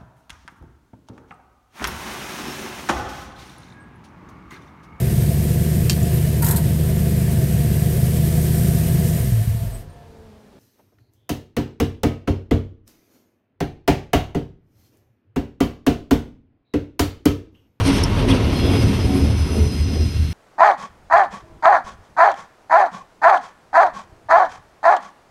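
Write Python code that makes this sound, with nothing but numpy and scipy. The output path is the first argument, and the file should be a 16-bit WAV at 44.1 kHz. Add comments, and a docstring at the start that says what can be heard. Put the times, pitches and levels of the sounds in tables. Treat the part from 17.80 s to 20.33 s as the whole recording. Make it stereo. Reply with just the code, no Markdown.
"""A diesel locomotive rolls past close by on curved track in open country and draws away.
Its slow engine throbs once per crank turn, from summed crank-order tones; filtered noise gives its surging rumble.
The wheels roar, crunch and scrape as shaped noise, and one falling chirp is a squeak of steel.
Thin flange tones, wavering and raspy, swell and fade in the curve; a microphone pair hears it all."""
import sys
import numpy as np
from scipy import signal
from scipy.fft import rfft, irfft
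from scipy.io import wavfile

SR = 44100
rng = np.random.default_rng(int(sys.argv[2]) if len(sys.argv) > 2 else 0)


def dump(signal):
    """Clip the signal to [-1, 1] and save it as 16-bit WAV at the path in sys.argv[1]."""
    limited = np.clip(np.atleast_2d(signal).T, -1, 1)
    pcm = np.round(limited * 32767).astype(np.int16)
    wavfile.write(sys.argv[1], SR, pcm)


N = 111573
T, HZ = np.arange(N) / SR, np.fft.rfftfreq(N, 1 / SR)


def amp(db):
    """Decibels to gain."""
    return 10 ** (np.asarray(db) / 20)


def unit(x):
    """Scales to rms 1."""
    return x / np.sqrt(np.mean(abs(x) ** 2) + 1e-20)


def by_hz(points):
    """Reads a table over log frequency."""
    f, value = np.transpose(points)
    return np.interp(np.log(HZ + 1), np.log(f + 1), value)


def level(rows, order=1):
    """Gain over time from one dB column of a table."""
    rows = np.array(rows)
    return amp(np.interp(T, rows[:, 0], rows[:, order]))


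def wander(rate_hz, size=4096):
    """Slow random motion of rms 1."""
    step_s = N / SR / size
    hz = np.fft.rfftfreq(size, step_s)
    slow = irfft(rfft(rng.standard_normal(size)) / (1 + (hz / rate_hz) ** 4), size)
    return np.interp(T, np.arange(size) * step_s, unit(slow))


def swell(middle, half):
    """A bell-shaped rise and fall; half is its standard deviation in seconds."""
    return np.exp(-.5 * ((T - middle) / half) ** 2)


# microphone pair, lead of the left port: (frequency [Hz], phase [rad])
PAIR_PHASE = [(20, 0), (170, 0), (330, -.22), (750, -1.15), (1200, -1.1), (1500, -.4), (2100, 0), (4000, 0),
              (4400, .45), (5100, .15), (5600, .9), (6500, 2.9), (8100, 3.3), (9700, 6.25), (11200, 6.5),
              (12700, 9.2)]
# microphone pair, left-right likeness: (frequency [Hz], likeness [0-1])
PAIR_LIKENESS = [(80, 1), (140, .999), (250, .985), (400, .9), (600, .8), (900, .72), (1400, .45),
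                 (2000, .9), (2500, .98), (3700, .98), (4400, .75), (5100, .88), (6000, .55), (7000, .75),
                 (8400, .55), (10000, .7), (12500, .5)]
# microphone pair, left minus right: (frequency [Hz], level [dB])
PAIR_BALANCE = [(60, 0), (110, .1), (200, .4), (360, 2.6), (650, -1), (1170, -3.6), (2130, 1.2),
                (3860, -.6), (6990, .5), (12700, -.4)]


def ports(x, other):
    """Spreads a sound over two microphone ports; other is its diffuse twin."""
    like = np.clip(by_hz(PAIR_LIKENESS), 0, 1)
    phase = by_hz(PAIR_PHASE)
    side = np.array([[1], [-1]])  # left, right
    z = np.sqrt(1 + like) * rfft(x) + side * np.sqrt(1 - like) * rfft(other)
    z = z * np.exp(.5j * side * phase) * amp(side * by_hz(PAIR_BALANCE) / 2)
    return irfft(z / np.sqrt(np.maximum(1 + like * np.cos(phase), .2)), N)


def rush(colour, envelope):
    """Noise of a given spectrum and envelope at both ports."""
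    noise = irfft(rfft(rng.standard_normal((2, N))) * colour, N)
    return ports(*(envelope * unit(noise)))


def halves(colour, split_hz):
    """Splits a spectrum into its lower and upper part."""
    low = 1 / (1 + (HZ / split_hz) ** 8)
    return colour * np.sqrt(low), colour * np.sqrt(1 - low)


def peak(hz, width_hz):
    """The spectrum of one resonance."""
    return 1 / (1 + ((HZ - hz) / (.75 * width_hz)) ** 2)


RIPPLE_DB, RIPPLE_HZ = 2.3, 30  # rms depth, spacing of the random gains


def ripple():
    """The many close resonances of wheels and rails, as random gains over frequency."""
    knots = np.arange(0, SR / 2, RIPPLE_HZ)
    return amp(RIPPLE_DB * np.interp(HZ, knots, rng.standard_normal(len(knots))))


# body and track boom under the load:
# (middle time [s], half length [s], pitch [Hz], level [dB])
LOAD_BOOMS = [(.088, .02, 275, -15), (.125, .05, 107, -20), (.505, .02, 264, -20), (.535, .02, 101, -17),
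              (1.05, .025, 103, -15.5), (.94, .025, 92, -18), (1.52, .03, 104, -19), (1.37, .03, 378, -30),
              (1.655, .025, 275, -29), (1.78, .018, 218, -24), (1.06, .08, 271, -26), (1.38, .1, 274, -26),
              (.94, .05, 436, -32), (1.315, .04, 746, -35), (1.82, .05, 431, -30), (.18, .018, 410, -28),
              (1.11, .022, 200, -24), (2.2, .035, 365, -33)]


def booms():
    """Low resonances of body and track swell and die under the load."""
    out = np.zeros(N)
    for middle, half, hz, db in LOAD_BOOMS:
        tone = np.sqrt(2) * np.cos(2 * np.pi * (hz * T + rng.random()))
        out += amp(db) * swell(middle, half) * tone
    return ports(out, np.zeros(N))


SQUEAK_S, SQUEAK_HALF_S = .2386, .0019
SQUEAK_HZ, SQUEAK_GLIDE_HZ_PER_S = 5460, -75000  # pitch at the middle, its fall
SQUEAK_RASP_DB, SQUEAK_RASP_HALF_S = -25, .003
# partials of the squeak: (ratio to its pitch, level [dB])
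CHIRP_PARTIALS = [(1, -16.5), (1.58, -28), (2, -29)]


def squeak():
    """One very short slip of steel: a falling chirp with a rasp."""
    t = T - SQUEAK_S
    phase = 2 * np.pi * (SQUEAK_HZ * t + SQUEAK_GLIDE_HZ_PER_S * t ** 2 / 2)
    partials = sum(amp(db) * np.exp(1j * ratio * phase) for ratio, db in CHIRP_PARTIALS)
    chirp = swell(SQUEAK_S, SQUEAK_HALF_S) * partials
    rasp_level = amp(SQUEAK_RASP_DB) * swell(SQUEAK_S, SQUEAK_RASP_HALF_S)
    return ports(chirp.real, chirp.imag) + rush(amp(by_hz(SCRAPE_COLOUR)), rasp_level)


SQUEAL_WAVER, SQUEAL_WAVER_HZ = .0007, 18  # rms pitch waver as a fraction, its rate
SQUEAL_UNSTEADY, SQUEAL_WIDTH_HZ = .15, 22  # slower unsteadiness, its rate
SQUEAL_RASP, SQUEAL_RASP_PER_HZ = .27, .02  # fast rasp, its rate per Hz of pitch
# wheel modes set singing by the flange:
# (start time [s], length [s], pitch [Hz], level [dB], fade [s])
FLANGE_TONES = [(0, .6, 938, -43, .05), (.74, .25, 3295, -40, .05), (.825, .07, 3325, -38, .05),
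                (.75, .09, 4192, -39, .04), (.78, .22, 2745, -43, .05), (.82, .09, 3510, -40, .05),
                (.73, .22, 5060, -46.5, .04), (.825, .06, 5075, -39.5, .03), (.945, .085, 5048, -36, .05),
                (1.06, .05, 5048, -42, .03), (1.2, .06, 5045, -39, .03), (1.29, .17, 5042, -44, .06),
                (.85, 1.45, 8590, -57, .1), (.9, .22, 5945, -48.5, .08), (1.27, .66, 10223, -53, .15),
                (1.34, .07, 10235, -50, .04), (1.7, .06, 10223, -50, .04), (1.3, .9, 5128, -49.5, .3),
                (1.56, .27, 5036, -45, .1), (1.83, .53, 5035, -42, .14), (1.5, 1.1, 2745, -53, .1),
                (1.56, .08, 5940, -49, .04), (1.69, .21, 5940, -46.5, .06), (1.97, .33, 5940, -47.5, .14),
                (1.78, .75, 4137, -48.5, .15)]


def squeals():
    """Wheel modes swell, waver and fade, with a fast rasp, while the flange rubs the rail."""
    out = np.zeros((2, N))
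    for start, length, hz, db, fade in FLANGE_TONES:
        gate = np.clip(np.minimum(T - start, start + length - T) / fade + .5, 0, 1)
        pitch = hz * (1 + SQUEAL_WAVER * wander(SQUEAL_WAVER_HZ))
        carrier = np.exp(2j * np.pi * np.cumsum(pitch) / SR)
        rasp_hz = SQUEAL_RASP_PER_HZ * hz
        for twin in out:
            drive = 1 + SQUEAL_UNSTEADY * (wander(SQUEAL_WIDTH_HZ) + 1j * wander(SQUEAL_WIDTH_HZ))
            drive += SQUEAL_RASP * (wander(rasp_hz) + 1j * wander(rasp_hz))
            tone = unit((drive * carrier * np.exp(2j * np.pi * rng.random())).real)
            twin += amp(db) * gate * tone
    return ports(*out)


CURVE_ENTRY_S, CURVE_RISE_S = 0.644, 0.072
WHEEL_RING_DB, WHEEL_FADE_DB_PER_S = -42.5, 2.4
# wheel modes that ring loosely through the curve: (pitch [Hz], width [Hz], level [dB])
LOOSE_MODES = [(2760, 63, -9), (3275, 89, -1.5), (3470, 39, -7), (4230, 190, 0.5), (5160, 240, 3),
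               (5980, 41, 2.5), (6120, 124, -5)]
# rough knocks and rubs of the flange, and the short ringing tail of the squeak at 0.248 s: # (middle time [s],
# half length [s], pitch [Hz], width [Hz], level [dB])
FLANGE_RUBS = [(0.067, .016, 4230, 160, -36), (.12, .04, 5290, 120, -42), (0.248, 0.0035, 5350, 400, -28),
               (0.511, 0.0099, 3305, 260, -28), (0.53, 0.024, 2880, 120, -37),
               (0.675, .025, 2880, 150, -38), (1.989, .012, 2250, 500, -41), (2, .01, 3200, 250, -42),
               (2.22, 0.021, 5470, 420, -43)]


def flanges():
    """Flanges keep the wheels ringing roughly in the curve; separate short rubs are harder, and the squeak
    rings on briefly."""
    since = T - CURVE_ENTRY_S
    ringing = np.clip(since / CURVE_RISE_S, 0, 1) * amp(WHEEL_RING_DB - WHEEL_FADE_DB_PER_S * since)
    modes = sum(amp(db) * peak(hz, width) for hz, width, db in LOOSE_MODES)
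    out = rush(modes, ringing)
    for middle, half, hz, width, db in FLANGE_RUBS:
        out += rush(peak(hz, width), amp(db) * swell(middle, half))
    return out


CRUNCH_PER_S, CRUNCH_SPREAD_DB = 180, 4  # mean crack rate, spread of crack sizes
CRUNCH_DB = -7  # relative to the wheel roar
CRUNCH_MIDDLE_S, CRUNCH_HALF_S = 0.18, 0.39  # when the crunch is nearest
# grit crushed under the tread: (frequency [Hz], level per Hz [dB])
GRIT_COLOUR = [(700, -9), (1300, 1), (2800, 1), (4200, -6), (5800, -13), (7000, -21), (10000, -17),
               (13000, -36)]


def crunch():
    """Grit cracks at random under the nearest wheels and rings the steel."""
    sizes = amp(CRUNCH_SPREAD_DB * np.minimum(rng.exponential(1, (2, N)), 3))
    sizes *= rng.choice([-1, 1], (2, N))
    clicks = sizes * (rng.random(N) < CRUNCH_PER_S / SR)
    cracks = unit(irfft(rfft(clicks) * amp(by_hz(GRIT_COLOUR)) * ripple(), N))
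    nearness = swell(CRUNCH_MIDDLE_S, CRUNCH_HALF_S)
    return ports(*(cracks * amp(CRUNCH_DB) * level(WHEEL_ROAR_LEVEL, order=2) * nearness))


# flange scrapes: (middle time [s], half length [s], level [dB])
FLANGE_SCRAPES = [(0.076, 0.02, -31), (0.155, 0.027, -34.5), (0.388, 0.024, -43.5), (0.502, 0.017, -34),
                  (0.557, 0.02, -40.5), (0.935, 0.021, -60), (1.99, .018, -45)]
# colour of a scrape, also of the squeak's rasp: (frequency [Hz], level per Hz [dB])
SCRAPE_COLOUR = [(1500, -30), (3000, -14), (5400, 3), (6300, -2.5), (7200, -17), (8600, -1), (11000, -7.5),
                 (13000, -20)]


def scrapes(contact, steel):
    """Short bursts of noise as the flange scrapes the rail."""
    scraping = sum(amp(db) * swell(middle, half) for middle, half, db in FLANGE_SCRAPES)
    return rush(amp(by_hz(SCRAPE_COLOUR)) * steel, scraping * contact)


HISS_SPLIT_HZ, FIZZ_FLUTTER_DB, FIZZ_FLUTTER_HZ = 8000, 1.7, 11
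# steel sliding on steel: (frequency [Hz], level per Hz [dB])
HISS_COLOUR = [(3800, 4), (4600, -5), (5200, 5), (5900, 4), (6700, -6), (7800, -9), (8600, -3.5),
               (10500, -6), (12300, -7), (13200, -54)]
# (time [s], hiss level [dB], top fizz level [dB])
SLIDING_LEVEL = [(0, -37, -49), (.19, -32, -49), (.29, -40.5, -57), (.65, -39, -50.5), (.8, -39.5, -42.5),
                 (1.05, -36.5, -44.5), (1.2, -41.5, -48.5), (1.38, -38.5, -45), (1.55, -44, -51.5),
                 (1.78, -42.5, -48), (2.2, -42.5, -51.5), (2.53, -45.5, -52.5)]


def sliding(contact, steel):
    """Steel sliding on steel hisses, with a fluttering fizz on top."""
    hiss, fizz = halves(amp(by_hz(HISS_COLOUR)) * steel, HISS_SPLIT_HZ)
    flutter = amp(FIZZ_FLUTTER_DB * wander(FIZZ_FLUTTER_HZ))
    out = rush(hiss, level(SLIDING_LEVEL) * contact)
    return out + rush(fizz * ripple(), level(SLIDING_LEVEL, order=2) * contact * flutter)


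ROAR_SPLIT_HZ = 2000
# wheels on rail: (frequency [Hz], level per Hz [dB])
ROAR_COLOUR = [(410, 5), (700, -1.5), (943, 4.5), (1320, -3), (1480, -2), (1800, -9), (2710, -9.5),
               (3110, -13.5), (3370, -13.5), (3800, -18), (4800, -17.5), (6240, -51), (10600, -120)]
# (time [s], rail roar level [dB], wheel roar level [dB]); the crunch follows the wheel roar
WHEEL_ROAR_LEVEL = [(0.0, -22.5, -33.5), (0.03, -30.5, -37.5), (0.08, -25.5, -28.5), (0.34, -31, -36.5),
                    (0.39, -25, -29.5), (0.46, -33.5, -38), (0.5, -23.5, -27.5), (0.62, -31.5, -35),
                    (0.84, -32, -33.5), (0.96, -26.5, -32.5), (0.99, -32.5, -34.5), (1.75, -38, -41),
                    (2.48, -55.5, -46), (2.53, -54, -41.5)]


def roar(contact, steel):
    """Rolling contact shakes the rail below the split and the wheel above it."""
    rail, wheel = halves(amp(by_hz(ROAR_COLOUR)) * steel, ROAR_SPLIT_HZ)
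    out = rush(rail, level(WHEEL_ROAR_LEVEL) * contact)
    return out + rush(wheel, level(WHEEL_ROAR_LEVEL, order=2) * contact)


FLICKER_DB, FLICKER_HZ, GRIT_DB, GRIT_HZ = 1, 22.3, 0.5, 300  # rms depth and rate of each


def wheels():
    """Rolling roar, sliding hiss and scrapes, all roughened by the same uneven contact."""
    contact = unit(amp(FLICKER_DB * wander(FLICKER_HZ) + GRIT_DB * wander(GRIT_HZ)))
    steel = ripple()
    return roar(contact, steel) + sliding(contact, steel) + scrapes(contact, steel)


CRANK_HZ, THROB_AT_S = 5.13, 1.83  # crank turns per second, time of one throb peak
THROB_NEAR, THROB_DEPTH = .05, .6  # throb depth while alongside, and once behind
THROB_SHARP, BOOM_THROB = 1.1, .26  # sharpness of the throb, its share in the boom
ENGINE_ROUGH, ENGINE_WAVER_HZ = .22, 4.3  # unevenness of the tones, its rate
CYLINDERS, FIRING_DEPTH = 16, .28  # each fires once per crank turn
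RUMBLE_SPLIT_HZ = 338
# times between which the throb deepens: (start [s], end [s])
THROB_EMERGES = [.5, 1.2]
# engine tones: (multiple of the crank rate, level beside the engine [dB], level far behind it [dB])
CRANK_ORDERS = [(8, -28, -35), (13, -32.5, -35.5), (15, -29, -20), (17, -32.5, -32.5), (19, -33.5, -31),
                (21, -26.5, -37), (23, -38, -36), (28, -35.5, -40), (40, -33.5, -38.5), (53, -36, -51)]
# exhaust boom: (frequency [Hz], level per Hz [dB])
EXHAUST_COLOUR = [(20, -48), (34, -46), (40, -27), (50, -0.5), (68, 2.5), (105, 2), (140, -1), (180, -5.5),
                  (300, -49.5)]
# exhaust boom: (time [s], level [dB])
EXHAUST_LEVEL = [(0, -20.5), (.55, -23), (1.1, -18.5), (1.6, -24.5), (2.53, -26)]
# body resonances: (frequency [Hz], level per Hz [dB])
BODY_COLOUR = [(100, -35), (165, -11.5), (200, 1.5), (240, 0), (275, 1.5), (315, -7.5), (365, -3.5),
               (400, -9), (436, -5.5), (490, -12), (700, -16), (1000, -31), (2000, -63)]
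# (time [s], low rumble level [dB], upper rumble level [dB])
BODY_LEVEL = [(0, -34.5, -34.5), (.09, -24, -21.5), (.14, -22, -31), (.3, -30, -32), (.5, -21.5, -24),
              (.76, -27.5, -28), (.94, -20, -25), (1.0, -24.5, -27.5), (1.2, -26.5, -32),
              (1.36, -21.5, -32), (1.5, -24.5, -29), (1.61, -32.5, -41), (1.78, -25.5, -28.5),
              (1.87, -29, -36.5), (2.02, -31.5, -42), (2.17, -26, -31), (2.27, -32, -40.5),
              (2.53, -38, -50.5)]


def engine():
    """Crank orders throb once a turn; the firings chop the body rumble over the exhaust boom."""
    turns = CRANK_HZ * (T - THROB_AT_S)
    depth = np.interp(T, THROB_EMERGES, [THROB_NEAR, THROB_DEPTH])
    pulse = unit(abs(np.cos(np.pi * turns)) ** (2 * THROB_SHARP))
    throb = unit(1 - depth + depth * pulse)
    tones = np.zeros(N)
    for order, near_db, far_db in CRANK_ORDERS:
        uneven = unit(1 + ENGINE_ROUGH * (wander(ENGINE_WAVER_HZ) + 1j * wander(ENGINE_WAVER_HZ)))
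        tone = unit((uneven * np.exp(2j * np.pi * (order * turns + rng.random()))).real)
        tones += tone * throb * amp(np.interp(T, [.5, 1.6], [near_db, far_db]))  # near to far, s
    firing = unit(1 + FIRING_DEPTH * np.cos(2 * np.pi * CYLINDERS * turns))
    low, upper = halves(amp(by_hz(BODY_COLOUR)), RUMBLE_SPLIT_HZ)
    rumble = rush(low, level(BODY_LEVEL) * firing) + rush(upper, level(BODY_LEVEL, order=2) * firing)
    boom_throb = 1 - BOOM_THROB + BOOM_THROB * throb
    boom = rush(amp(by_hz(EXHAUST_COLOUR)), level(EXHAUST_LEVEL) * boom_throb)
    return tones + rumble + boom


def scene():
    """Running gear and engine together, passing close to the microphones."""
    return booms() + squeak() + squeals() + flanges() + crunch() + wheels() + engine()


def record(dry):
    """The recorder's band limit: a low-pass at 13150 Hz."""
    lowpass = signal.firwin(511, 13150, window=("kaiser", 9), fs=SR)
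    return signal.oaconvolve(dry, lowpass[None], "same")


dry = scene()
out = record(dry)
dump(out)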